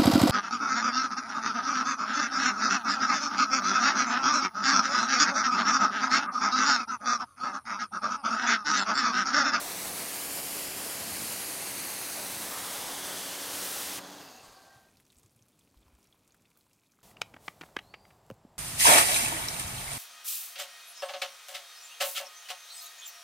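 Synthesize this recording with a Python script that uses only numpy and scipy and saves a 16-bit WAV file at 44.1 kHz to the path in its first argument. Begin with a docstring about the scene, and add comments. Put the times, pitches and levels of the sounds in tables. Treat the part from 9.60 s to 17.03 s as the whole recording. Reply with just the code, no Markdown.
"""First comes the loud hiss of a pressure washer spraying a car bonnet outdoors, its pump humming behind.
Countless droplets drum on the panel, and their hiss bounces off the paint, changing tone as the
lance (the spray wand) moves. The trigger is let go with a slap: the pump coasts to a stop and the
lance fizzles and whistles as it empties. Last, water drips and trickles off the car."""
import sys
import numpy as np
from scipy import signal
from scipy.fft import rfft, irfft, next_fast_len
from scipy.io import wavfile
from scipy.ndimage import uniform_filter1d, map_coordinates

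SR = 44100
rng = np.random.default_rng(int(sys.argv[2]) if len(sys.argv) > 2 else 0)


def bounce(signal):
    """Save signal as a 16-bit WAV file at the path given by the first command-line argument."""
    frames = np.transpose(np.atleast_2d(signal))
    limited = np.clip(frames, -1, 1)
    pcm = np.round(limited * 32767).astype(np.int16)
    wavfile.write(sys.argv[1], SR, pcm)


N = 327663
T = np.arange(N) / SR
RELEASE_S = 4.392  # the trigger is let go
HOLD_UNTIL_S, SINK_DB_PER_S = 4.623, 29  # the pressure holds a moment longer, then its sounds fade


def undb(db):
    """Turn decibels into a number to multiply by."""
    return 10 ** (np.asarray(db) / 20)

def unit(x):
    """Scale x to an average strength (rms) of 1."""
    return x / np.sqrt(np.mean(x ** 2))

def curves(table):
    """Join a table's points in time with straight lines, one curve for each value column."""
    times, *columns = np.transpose(table)
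    return [np.interp(T, times, column) for column in columns]

def filtered(x, response):
    """Multiply each frequency f in x by response(f)."""
    size = next_fast_len(N + 8192)
    hz = np.maximum(np.arange(size // 2 + 1) * SR / size, 1)
    return irfft(rfft(x, size) * response(hz), size)[:N]

def colour(x, points):
    """Shape the tone of x with (f/Hz, level/dB) points, at strength 1."""
    hz, db = np.transpose(points)
    return unit(filtered(x, lambda f: undb(np.interp(np.log(f), np.log(hz), db))))

def noise():
    """White noise."""
    return rng.standard_normal(N)

def walk(rate):
    """A smooth random wobble of strength 1, changing rate times a second."""
    step = max(int(SR / rate), 1)
    stairs = np.repeat(noise()[:N // step + 1], step)
    return unit(uniform_filter1d(stairs, step)[:N])

def droplets(per_s, spread_db):
    """Tiny hits at random moments and of scattered sizes."""
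    hits = rng.random(N) < per_s / SR
    return hits * rng.choice([-1, 1], N) * undb(spread_db * np.clip(noise(), -2.5, 2.5))

def swell(s, half_s):
    """A smooth rise to 1 and fall around time s."""
    return np.exp(-((T - s) / half_s) ** 2)

def band(hz, width_hz):
    """Noise gathered around one pitch, which may move, at strength 1."""
    phase = 2 * np.pi * np.cumsum(hz) / SR
    wobble = signal.lfilter([1], [1, -np.exp(-np.pi * width_hz / SR)], noise() + 1j * noise())
    wobble = uniform_filter1d(wobble, max(int(SR / width_hz / 6), 1))
    return unit(np.real(wobble * np.exp(1j * phase)))

def dip(x, hz, width_hz=520, depth=.27):
    """Make x quieter around a moving pitch."""
    turn = np.exp(2j * np.pi * np.cumsum(hz) / SR)
    pole = np.exp(-np.pi * width_hz / SR)
    return x - 2 * depth * np.real(signal.lfilter([1 - pole], [1, -pole], x / turn) * turn)

def valve(shut_s=.005):
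    """1 while the trigger is held, 0 after the valve snaps shut."""
    return .5 - .5 * np.tanh((T - RELEASE_S) / shut_s)


# tone of the main hiss and of the fine mist: f/Hz, level/dB
HISS_COLOUR = [(300, -28), (1000, -4), (1900, 0.5), (2700, 0), (3700, 0.5), (4700, 0), (5600, 0.5),
               (6400, .5), (7300, -2.5), (8500, -2), (11000, -9.5), (16000, -14.5)]
MIST_COLOUR = [(5000, -26), (7400, -2), (8400, 1), (10000, 3), (11200, 2.5), (12400, 1), (13500, -0.5),
               (15000, -5), (16000, -6)]
# the spray briefly eases or surges: t/s, half length/s, level change/dB
SURGES = [(.03, 0.1, -0.1), (1.01, .05, 0.3), (1.13, 0.07, -1), (1.4, 0.092, -0.7), (3.1, 0.14, 0.57),
          (4.103, 0.22, 2)]
# rise and fall of the highest treble: t/s, level change/dB
TREBLE_LEVEL = [(0, 1), (.6, 1.2), (1.15, 0), (1.38, -2), (2.2, -1.5), (2.6, 1.5), (3.6, .2), (4.15, 2.5)]

def hiss(away_ms, treble_hz=13100):
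    """The fan of water hisses; its fine mist surges further and fades as the lance swings away."""
    surge_db = sum(db * swell(s, half_s) for s, half_s, db in SURGES)
    mist_db = -40.3 - 21.5 * away_ms + 2.7 * surge_db + .21 * walk(25.1)
    fan = undb(-40 + surge_db) * colour(noise(), HISS_COLOUR)
    fan += undb(mist_db) * colour(droplets(22000, 4.8), MIST_COLOUR)
    treble = filtered(fan, lambda f: 1 / (1 + (treble_hz / f) ** 30))
    return fan + (undb(curves(TREBLE_LEVEL)[0]) - 1) * treble


# tone of the hits on the panel and of its low rumble: f/Hz, level/dB
PANEL_COLOUR = [(90, -25), (200, -5.5), (300, -1), (500, 1), (800, -0.5), (1100, -2), (1500, -4.5),
                (2200, -10), (4000, -22.5)]
RUMBLE_COLOUR = [(20, -34), (48, -23), (62, -3.5), (100, 0), (160, 0.5), (190, -1), (220, 2.5), (320, -6.5),
                 (600, -23.5)]
# loudness of the rumble: t/s, level/dB
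RUMBLE_LEVEL = [(0, -58.5), (.9, -56), (1.3, -55), (1.45, -52.5), (1.7, -51), (1.9, -55), (2.4, -56.5),
                (2.65, -55), (2.9, -55.5), (3.2, -60.5), (4.4, -59)]

def drumming(away_ms):
    """Droplets drum on the bonnet, which rumbles under the jet."""
    hits = undb(-46.5 + 2 * away_ms + .71 * walk(18)) * colour(droplets(5000, 2.95), PANEL_COLOUR)
    rumble = undb(curves(RUMBLE_LEVEL)[0] + 1.5 * walk(9)) * colour(noise(), RUMBLE_COLOUR)
    return hits + rumble


# the echo off the paint as the lance sweeps: t/s, delay/ms, relative strength
PAINT_ECHO = [(0.1, 0.53, 0.12), (0.33, 0.49, 0.1), (0.7, 0.44, 0.18), (0.96, 0.43, 0.15),
              (1.1, 0.428, 0.18), (1.3, 0.435, 0.1), (1.5, 0.45, 0.14), (1.76, 0.45, 0.14),
              (2.02, 0.48, 0.17), (2.5, 0.48, 0.15), (2.8, 0.52, 0.05), (3.15, 0.62, 0), (3.43, 0.65, 0.15),
              (3.7, 0.672, 0.1), (3.95, 0.7, 0.04), (4.3, 0.7, 0)]

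def jet(middle_ms=.52, echo_db=2.5, turn_rad=.7):
    """The hiss mixes with its echo off the wet paint, making a moving row of peaks and dips in its tone."""
    delay_ms, strength = curves(PAINT_ECHO)
    away_ms = delay_ms - middle_ms  # grows as the lance swings away
    direct = hiss(away_ms)
    # the bounce shifts each wave's phase and lifts the treble by 0.5 dB an octave
    bounced = filtered(direct, lambda f: np.exp(1j * turn_rad) * undb(.5 * np.log2(np.maximum(f / 4000, 1))))
    echo = undb(echo_db) * strength * map_coordinates(bounced, [(T - delay_ms / 1000) * SR], order=5)
    bonnet = drumming(away_ms)
    # the second dip is the deepest, and the peak above it stands out as a sizzle
    dip_hz, peak_hz, upper_dip_hz = ((k + turn_rad / (2 * np.pi)) * 1000 / delay_ms for k in (1.5, 2, 3.5))
    sizzle = undb(-56.5 + 13 * away_ms) * band(peak_hz, width_hz=760)
    spray = dip(direct + echo, dip_hz)
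    spray = dip(spray, upper_dip_hz, depth=.19 * swell(2.4, .45))  # the jet grazes the paint
    flutter = undb(.5 * walk(29.95))
    return ((spray + bonnet) * flutter + sizzle + hollows() + singing()) * valve()


# tones of the pistons and motor: f/Hz, starting level/dB, level at release/dB, fade after it/(dB/s)
PUMP_TONES = [(187.6, -62.5, -62.5, 40), (249.3, -68, -80, 30), (284.3, -59.5, -58.6, 2),
              (312.7, -65.5, -68, 10), (375.6, -63, -63, 25), (501, -63.5, -64, 45),
              (563.3, -66, -58.5, 70), (626, -72, -65, 50), (663, -66.5, -65, 20), (691, -59, -69, 50),
              (750, -63.5, -61.5, 28), (814, -66, -63, 50), (846, -65, -67, 50), (937, -68, -69, 50),
              (997, -72, -64, 50), (1060, -73, -67, 50), (1126, -72, -68, 50), (1182, -70, -72, 50),
              (1630, -65.5, -65, 20)]
# rise and fall of the whole hum: t/s, level change/dB
PUMP_LEVEL = [(0, 2), (1.3, .8), (2.1, -0.5), (2.4, -1.5), (2.8, -0.5), (4.2, 1), (4.7, 1.5)]

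def pump(off_s=4.63, coast_s=.07, speed_up_per_s=.1):
    """The pump hums unevenly; freed of its load it fades and races a little, then coasts to rest."""
    unloaded_s = np.maximum(T - RELEASE_S, 0)
    coast = np.exp(-np.maximum(T - off_s, 0) / coast_s)
    speed = (1 + .001797 * walk(3.03) + speed_up_per_s * unloaded_s) * coast ** .11
    turn = 2 * np.pi * np.cumsum(speed) / SR
    hum = np.zeros(N)
    for hz, first_db, last_db, fade in PUMP_TONES:
        db = np.interp(T, [0, RELEASE_S], [first_db, last_db]) - fade * unloaded_s + 1.8 * walk(7)
        hum += undb(db) * np.sin(hz * turn + .32 * walk(9) + 2 * np.pi * rng.random())
    return np.sqrt(2) * hum * coast * undb(curves(PUMP_LEVEL)[0])


# tone of the ticks: f/Hz, level/dB
TICK_COLOUR = [(800, -14), (1800, -3), (4000, -1), (9000, -1), (16000, -3)]

def ticks():
    """The finest droplets tick faintly on the wet paint."""
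    return undb(-85) * colour(droplets(per_s=90, spread_db=3.5), TICK_COLOUR)


def plip(t, hz, cycles, onset_cycles=.26, rise=.034):
    """A drop's ring: it swells within one cycle and rises a little in pitch as it dies."""
    age = t * hz / cycles
    phase = 2 * np.pi * np.cumsum(hz * (1 + rise * np.tanh(age))) / SR
    ring = np.sin(phase) * np.exp(-age) * (1 - np.exp(-t * hz / onset_cycles))
    return ring / np.abs(ring).max()


# tone of drops landing: f/Hz, level/dB
SPLASH_COLOUR = [(500, 3), (1200, 2.5), (1850, -11), (2500, 4), (2850, -8), (3400, -0.5), (5200, -1.5),
                 (6500, 1), (8500, 3), (11500, 4), (16000, -2.5)]

def patter(per_s=600, splash_s=.0026, heavy_until_s=5.15, settle_s=.22):
    """Small drops run off the car, each with a plip and a splash, heavier at first and then steady."""
    out, t = np.zeros(N), T[:SR // 50]
    for when, size, pitch, ring in rng.random((int(per_s * N / SR), 4)):
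        hz = 1200 * 12.5 ** np.sqrt(pitch)
        splash = .2 * rng.standard_normal(len(t)) * np.exp(-t / splash_s)
        drop = plip(t, hz, cycles=.54 + 2.9 * ring ** 2) + splash
        add(out, when * N / SR, undb(-3.4 * np.log(size + .11)) * drop)
    heavy = np.exp(-np.maximum(T - heavy_until_s, 0) / settle_s)
    return colour(out, SPLASH_COLOUR) * undb(-76.5 + 6 * heavy)

def add(out, s, sound):
    """Mix a short sound in at time s."""
    i = int(s * SR)
    out[i:i + len(sound)] += sound[:max(N - i, 0)]


# tone of the outdoor air: f/Hz, level/dB
AIR_COLOUR = [(15, -35), (25, -5), (86, 4.5), (240, 4), (804, -8.5), (970, -8), (1900, -15.5),
              (2490, -15.5), (3000, -15), (3630, -17), (5140, -16.5), (9050, -20), (15500, -24)]
# its loudness: t/s, level/dB
AIR_LEVEL = [(5.6, -69.5), (5.95, -71), (6.35, -69), (7.1, -73)]

def outdoor_air():
    """Faint outdoor air, mostly low, gently swelling."""
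    return colour(noise(), AIR_COLOUR) * undb(curves(AIR_LEVEL)[0] + walk(13))


# the jet crosses hollow spots: t/s, half length/s, f/Hz, level/dB
HOLLOWS = [(0.055, 0.093, 848, -48), (0.287, 0.06, 700, -45.5), (.9, 0.34, 433, -55.5),
           (2.699, 0.25, 903, -52), (2.987, .14, 1199, -46.5), (3.26, 0.12, 897, -46.5),
           (4.1, 0.32, 669, -61)]

def hollows(width_hz=380):
    """Each hollow spot of the bodywork rings while the jet passes over it."""
    return sum(undb(db) * swell(s, half_s) * band(np.full(N, hz), width_hz) for s, half_s, hz, db in HOLLOWS)


# pitches that stand out of the hiss: t/s, half length/s, f/Hz, glide/(Hz/s), level/dB
SINGING = [(.22, .1, 7800, 400, -51), (0.367, .1, 10400, 1500, -49), (.68, 0.17, 8850, 701, -51),
           (.76, .2, 11950, 1000, -50.5), (1.03, .15, 4850, -200, -55), (1.28, .08, 10400, 0, -53),
           (1.45, .22, 11500, -1200, -52), (1.6, 0.2, 4350, 0, -50), (1.66, .15, 7250, -400, -53.5),
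           (1.66, .2, 8750, -500, -54), (1.848, .11, 11250, -700, -48), (2.2, .3, 12400, 0, -52),
           (2.3, .22, 10800, -400, -53), (2.349, 0.25, 6500, -700, -56), (3.45, .5, 3385, -60, -53),
           (3.5, .15, 8650, -300, -56), (3.95, .1, 9750, 0, -55)]

def singing(width_hz=340):
    """Narrow bands of hiss swell, glide and fade as the jet sweeps on."""
    return sum(undb(db) * swell(s, half_s) * band(hz + glide * np.clip(T - s, -1, 1), width_hz)
               for s, half_s, hz, glide, db in SINGING)


# soft low bumps: t/s, peak level/dB, f/Hz
BUMPS = [(4.376, -50, 124.6), (4.83, -61, 95), (4.87, -65, 42), (5.159, -55.5, 121), (5.565, -61, 65),
         (5.645, -56.5, 111), (5.76, -61, 120), (5.81, -60, 111), (6.163, -56.5, 52), (6.26, -61, 70),
         (6.33, -58, 60)]

def bumps(cycles=1.47):
    """Dull knocks swell and die within a few cycles."""
    out, t = np.zeros(N), T[:SR // 3]
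    for s, db, hz in BUMPS:
        age = 2 * t * hz / cycles
        add(out, s, undb(db) * age * np.exp(1 - age) * np.sin(2 * np.pi * hz * t))
    return out


# tone of the slap: f/Hz, level/dB
SLAP_COLOUR = [(150, -15), (400, -3), (1100, 2), (2200, 0), (5000, -7), (10000, -22)]

def slap():
    """The last slug of water slaps out as the valve shuts."""
    return undb(-43) * swell(4.39, half_s=.008) * colour(noise(), SLAP_COLOUR)


# tone of the fizzing nozzle and of the falling spray: f/Hz, level/dB
FIZZ_COLOUR = [(800, -23), (1600, 3), (2200, -0.5), (3400, 1), (4500, 3), (5600, -1.5), (6500, 1.5),
               (7500, -4), (9200, -5), (11000, -8.5), (14500, -9), (16000, -18)]
FALLING_COLOUR = [(40, -32), (130, -8.5), (220, -8.5), (400, -6), (700, -2.5), (1100, -6), (1600, -10),
                  (2500, -29)]

def drain(spurt_s=.041):
    """A last spurt, then the pressure fizzles out of the nozzle and the spray in the air falls on the car."""
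    spurt_db = 5 * np.exp(-np.maximum(T - RELEASE_S, 0) / spurt_s)
    fizz = undb(-51.5) * dying(4.566, 25.5) * colour(droplets(6000, 3.1), FIZZ_COLOUR)
    falling = undb(-51) * dying(HOLD_UNTIL_S, SINK_DB_PER_S) * colour(droplets(3000, 2.8), FALLING_COLOUR)
    return (fizz + falling) * undb(spurt_db + .86 * walk(35)) * (1 - valve())

def dying(hold_until_s, sink_db_per_s, empty_s=5.3, fade_s=.098):
    """A loudness that holds, sinks steadily and runs out when the lance is empty."""
    water_left = (1 - np.tanh((T - empty_s) / fade_s)) / 2
    return undb(-sink_db_per_s * np.maximum(T - hold_until_s, 0)) * water_left


# tones of the emptying lance: start t/s, end t/s, start f/Hz, end f/Hz, width/Hz, level before sinking/dB
WHISTLES = [(4.42, 4.624, 3480, 3300, 270, -60), (4.44, 4.58, 6450, 6150, 220, -60),
            (4.68, 5.02, 6450, 6600, 300, -62), (4.5, 4.8, 15000, 13500, 600, -66.5),
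            (4.607, 4.88, 2720, 2640, 110, -61.5), (4.6, 5.15, 4850, 4600, 520, -58.5),
            (4.681, 5.3, 750, 788, 24, -55.5), (4.83, 5.27, 1080, 1120, 74, -57),
            (4.828, 5.3, 1580, 1565, 17, -54), (5.033, 5.32, 697, 660, 110, -52.5),
            (5.05, 5.35, 1900, 1860, 36, -64), (4.83, 4.92, 8300, 7800, 900, -59)]

def whistles(attack_s=.011, release_s=.08, pure_width_hz=17):
    """Fluttering tones come and go as water gives way to air in the nozzle; all sink with the pressure."""
    out = np.zeros(N)
    for start, end, start_hz, end_hz, width_hz, db in WHISTLES:
        gate = (1 + np.tanh((T - start) / attack_s)) / 2 * (1 - np.tanh((T - end) / release_s)) / 2
        hz = np.interp(T, [start, end], [start_hz, end_hz]) * (1 + .0025 * walk(20))
        clean = 1 / (1 + (width_hz / pure_width_hz) ** 4)  # narrow whistles are clean, wide ones airy
        tone = np.sqrt(2 * clean) * np.sin(2 * np.pi * np.cumsum(hz) / SR)
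        out += gate * undb(db + 2 * walk(45)) * (tone + np.sqrt(1 - clean) * band(hz, width_hz))
    return out * undb(-SINK_DB_PER_S * np.maximum(T - HOLD_UNTIL_S, 0))


# the loudest drips: t/s, plip level/dB, f/Hz, ring length/cycles, relative splash level/dB
DRIPS = [(5.3707, -51, 4460, 2.5, -7), (5.4001, -55, 2000, 1.1, -5), (5.405, -52, 10500, 2, -14),
         (5.452, -55.5, 5200, .7, -17), (5.465, -56, 5930, 2, -13), (5.5023, -51, 3700, 4, -17),
         (5.521, -52, 8560, 2, -13), (5.527, -57, 2970, 1, -10), (5.547, -54, 13800, 1, -20),
         (5.557, -57, 5400, 3, -15), (5.5677, -53, 7660, 4, -11), (5.578, -55, 8200, 3, -9),
         (5.585, -48.5, 7940, 2.9, -14), (5.596, -51, 9150, .7, -22), (5.632, -50.5, 7400, 1.9, -10),
         (5.638, -62, 1050, 1, -6), (5.661, -52.5, 6560, 1.5, -10), (5.695, -58, 5000, 1, -14),
         (5.7618, -55, 10500, 1.7, -9), (5.792, -61, 3150, 7, -20), (5.824, -54, 6100, 5, -15),
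         (5.861, -63, 1200, 1.2, -10), (5.884, -54.5, 7490, 1, -7.5), (5.93, -64, 3600, 4, -18),
         (5.992, -50.5, 7600, 2.2, -10), (6.01, -61, 3420, 8, -20), (6.075, -60, 2700, 2, -13),
         (6.143, -57, 950, 1.3, -10), (6.174, -57, 3530, 1.5, -8), (6.229, -61.5, 3450, 5, -14),
         (6.266, -62, 993, 1.2, -13), (6.282, -58, 964, 1.8, -14), (6.351, -56, 6000, .7, -18),
         (6.387, -60.5, 910, 1, -12), (6.4288, -55, 5790, 2.5, -8), (6.442, -55, 7000, .8, -15),
         (6.455, -59, 2680, 1.2, -12), (6.472, -58, 5500, 6, -16), (6.526, -54, 3330, 6, -13),
         (6.545, -62, 926, 1.2, -11), (6.6773, -51.5, 7520, 2.2, -10), (6.707, -56, 4200, 3, -16),
         (6.722, -55, 6500, 5, -10), (6.745, -55, 1430, 0.92, -6), (6.821, -58, 6380, 1.5, -12),
         (6.8543, -57.5, 2490, 2.6, -13), (6.858, -62, 3550, 6, -20), (6.903, -55, 8000, .6, -22),
         (6.916, -61, 2470, 1.6, -13), (6.967, -63.5, 1350, 2, -16), (6.973, -49.5, 14500, 2.5, -8),
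         (6.988, -54.5, 14000, 2, -12), (7.002, -56, 10000, .7, -20), (7.01, -56, 4200, 1.8, -12),
         (7.066, -62, 1000, 2, -13), (7.112, -60, 2630, 3, -18), (7.132, -53.5, 6000, 1.5, -9),
         (7.19, -63, 2400, 1.8, -14), (7.236, -61.5, 2340, 1.5, -10), (7.263, -64, 3700, 5, -18),
         (7.3197, -54.5, 6010, 1.7, -10), (7.336, -64, 1450, 2, -12), (7.389, -58, 1250, 1.5, -14),
         (7.414, -61.5, 1440, 3, -19)]

def drips(splash_s=.0034, spatter_db=-14, spatter_s=.0074):
    """Each big drop gives a short plip, a splash, and a spatter around the plip's pitch."""
    out, t = np.zeros(N), T[:SR // 20]
    splash_noise = colour(noise(), SPLASH_COLOUR)
    for s, db, hz, cycles, splash_db in DRIPS:
        piece = splash_noise[rng.integers(N - len(t)):][:len(t)]
        splash = undb(splash_db) * piece * np.exp(-t / splash_s) / np.sqrt(cycles)  # less if it rings
        around_pitch = signal.iirpeak(hz, max(cycles, 1), fs=SR)
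        spatter = unit(signal.lfilter(*around_pitch, rng.standard_normal(len(t)))) * np.exp(-t / spatter_s)
        add(out, s, undb(db) * (plip(t, hz, cycles) + splash + undb(spatter_db) * spatter))
    return out


# tone of a stream hitting the ground: f/Hz, level/dB
GUSH_COLOUR = [(200, -17), (550, 0), (1000, 2), (1400, 0), (1850, -12), (2400, 1), (2900, -9), (3500, -7),
               (5000, -18), (12000, -28)]

def gush(start_s=6.15, rise_s=.098, fade_s=.95):
    """A stream of water runs off the car, splatters on the ground and thins to a trickle."""
    flow = np.clip((T - start_s) / rise_s, 0, 1) * np.exp(-np.maximum(T - start_s, 0) / fade_s)
    return undb(-75) * flow * colour(droplets(900, 3), GUSH_COLOUR)


def scene():
    """All the sounds reach one close microphone, the same in both channels."""
    washer = jet() + pump() + slap() + drain() + whistles()
    mono = washer + drips() + ticks() + patter() + gush() + bumps() + outdoor_air()
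    return np.array([mono, mono])

def record(dry, top_hz=15850):
    """Cut the very highest treble steeply."""
    return signal.sosfilt(signal.ellip(12, .1, 70, top_hz, fs=SR, output="sos"), dry)


dry = scene()
out = record(dry)
bounce(out)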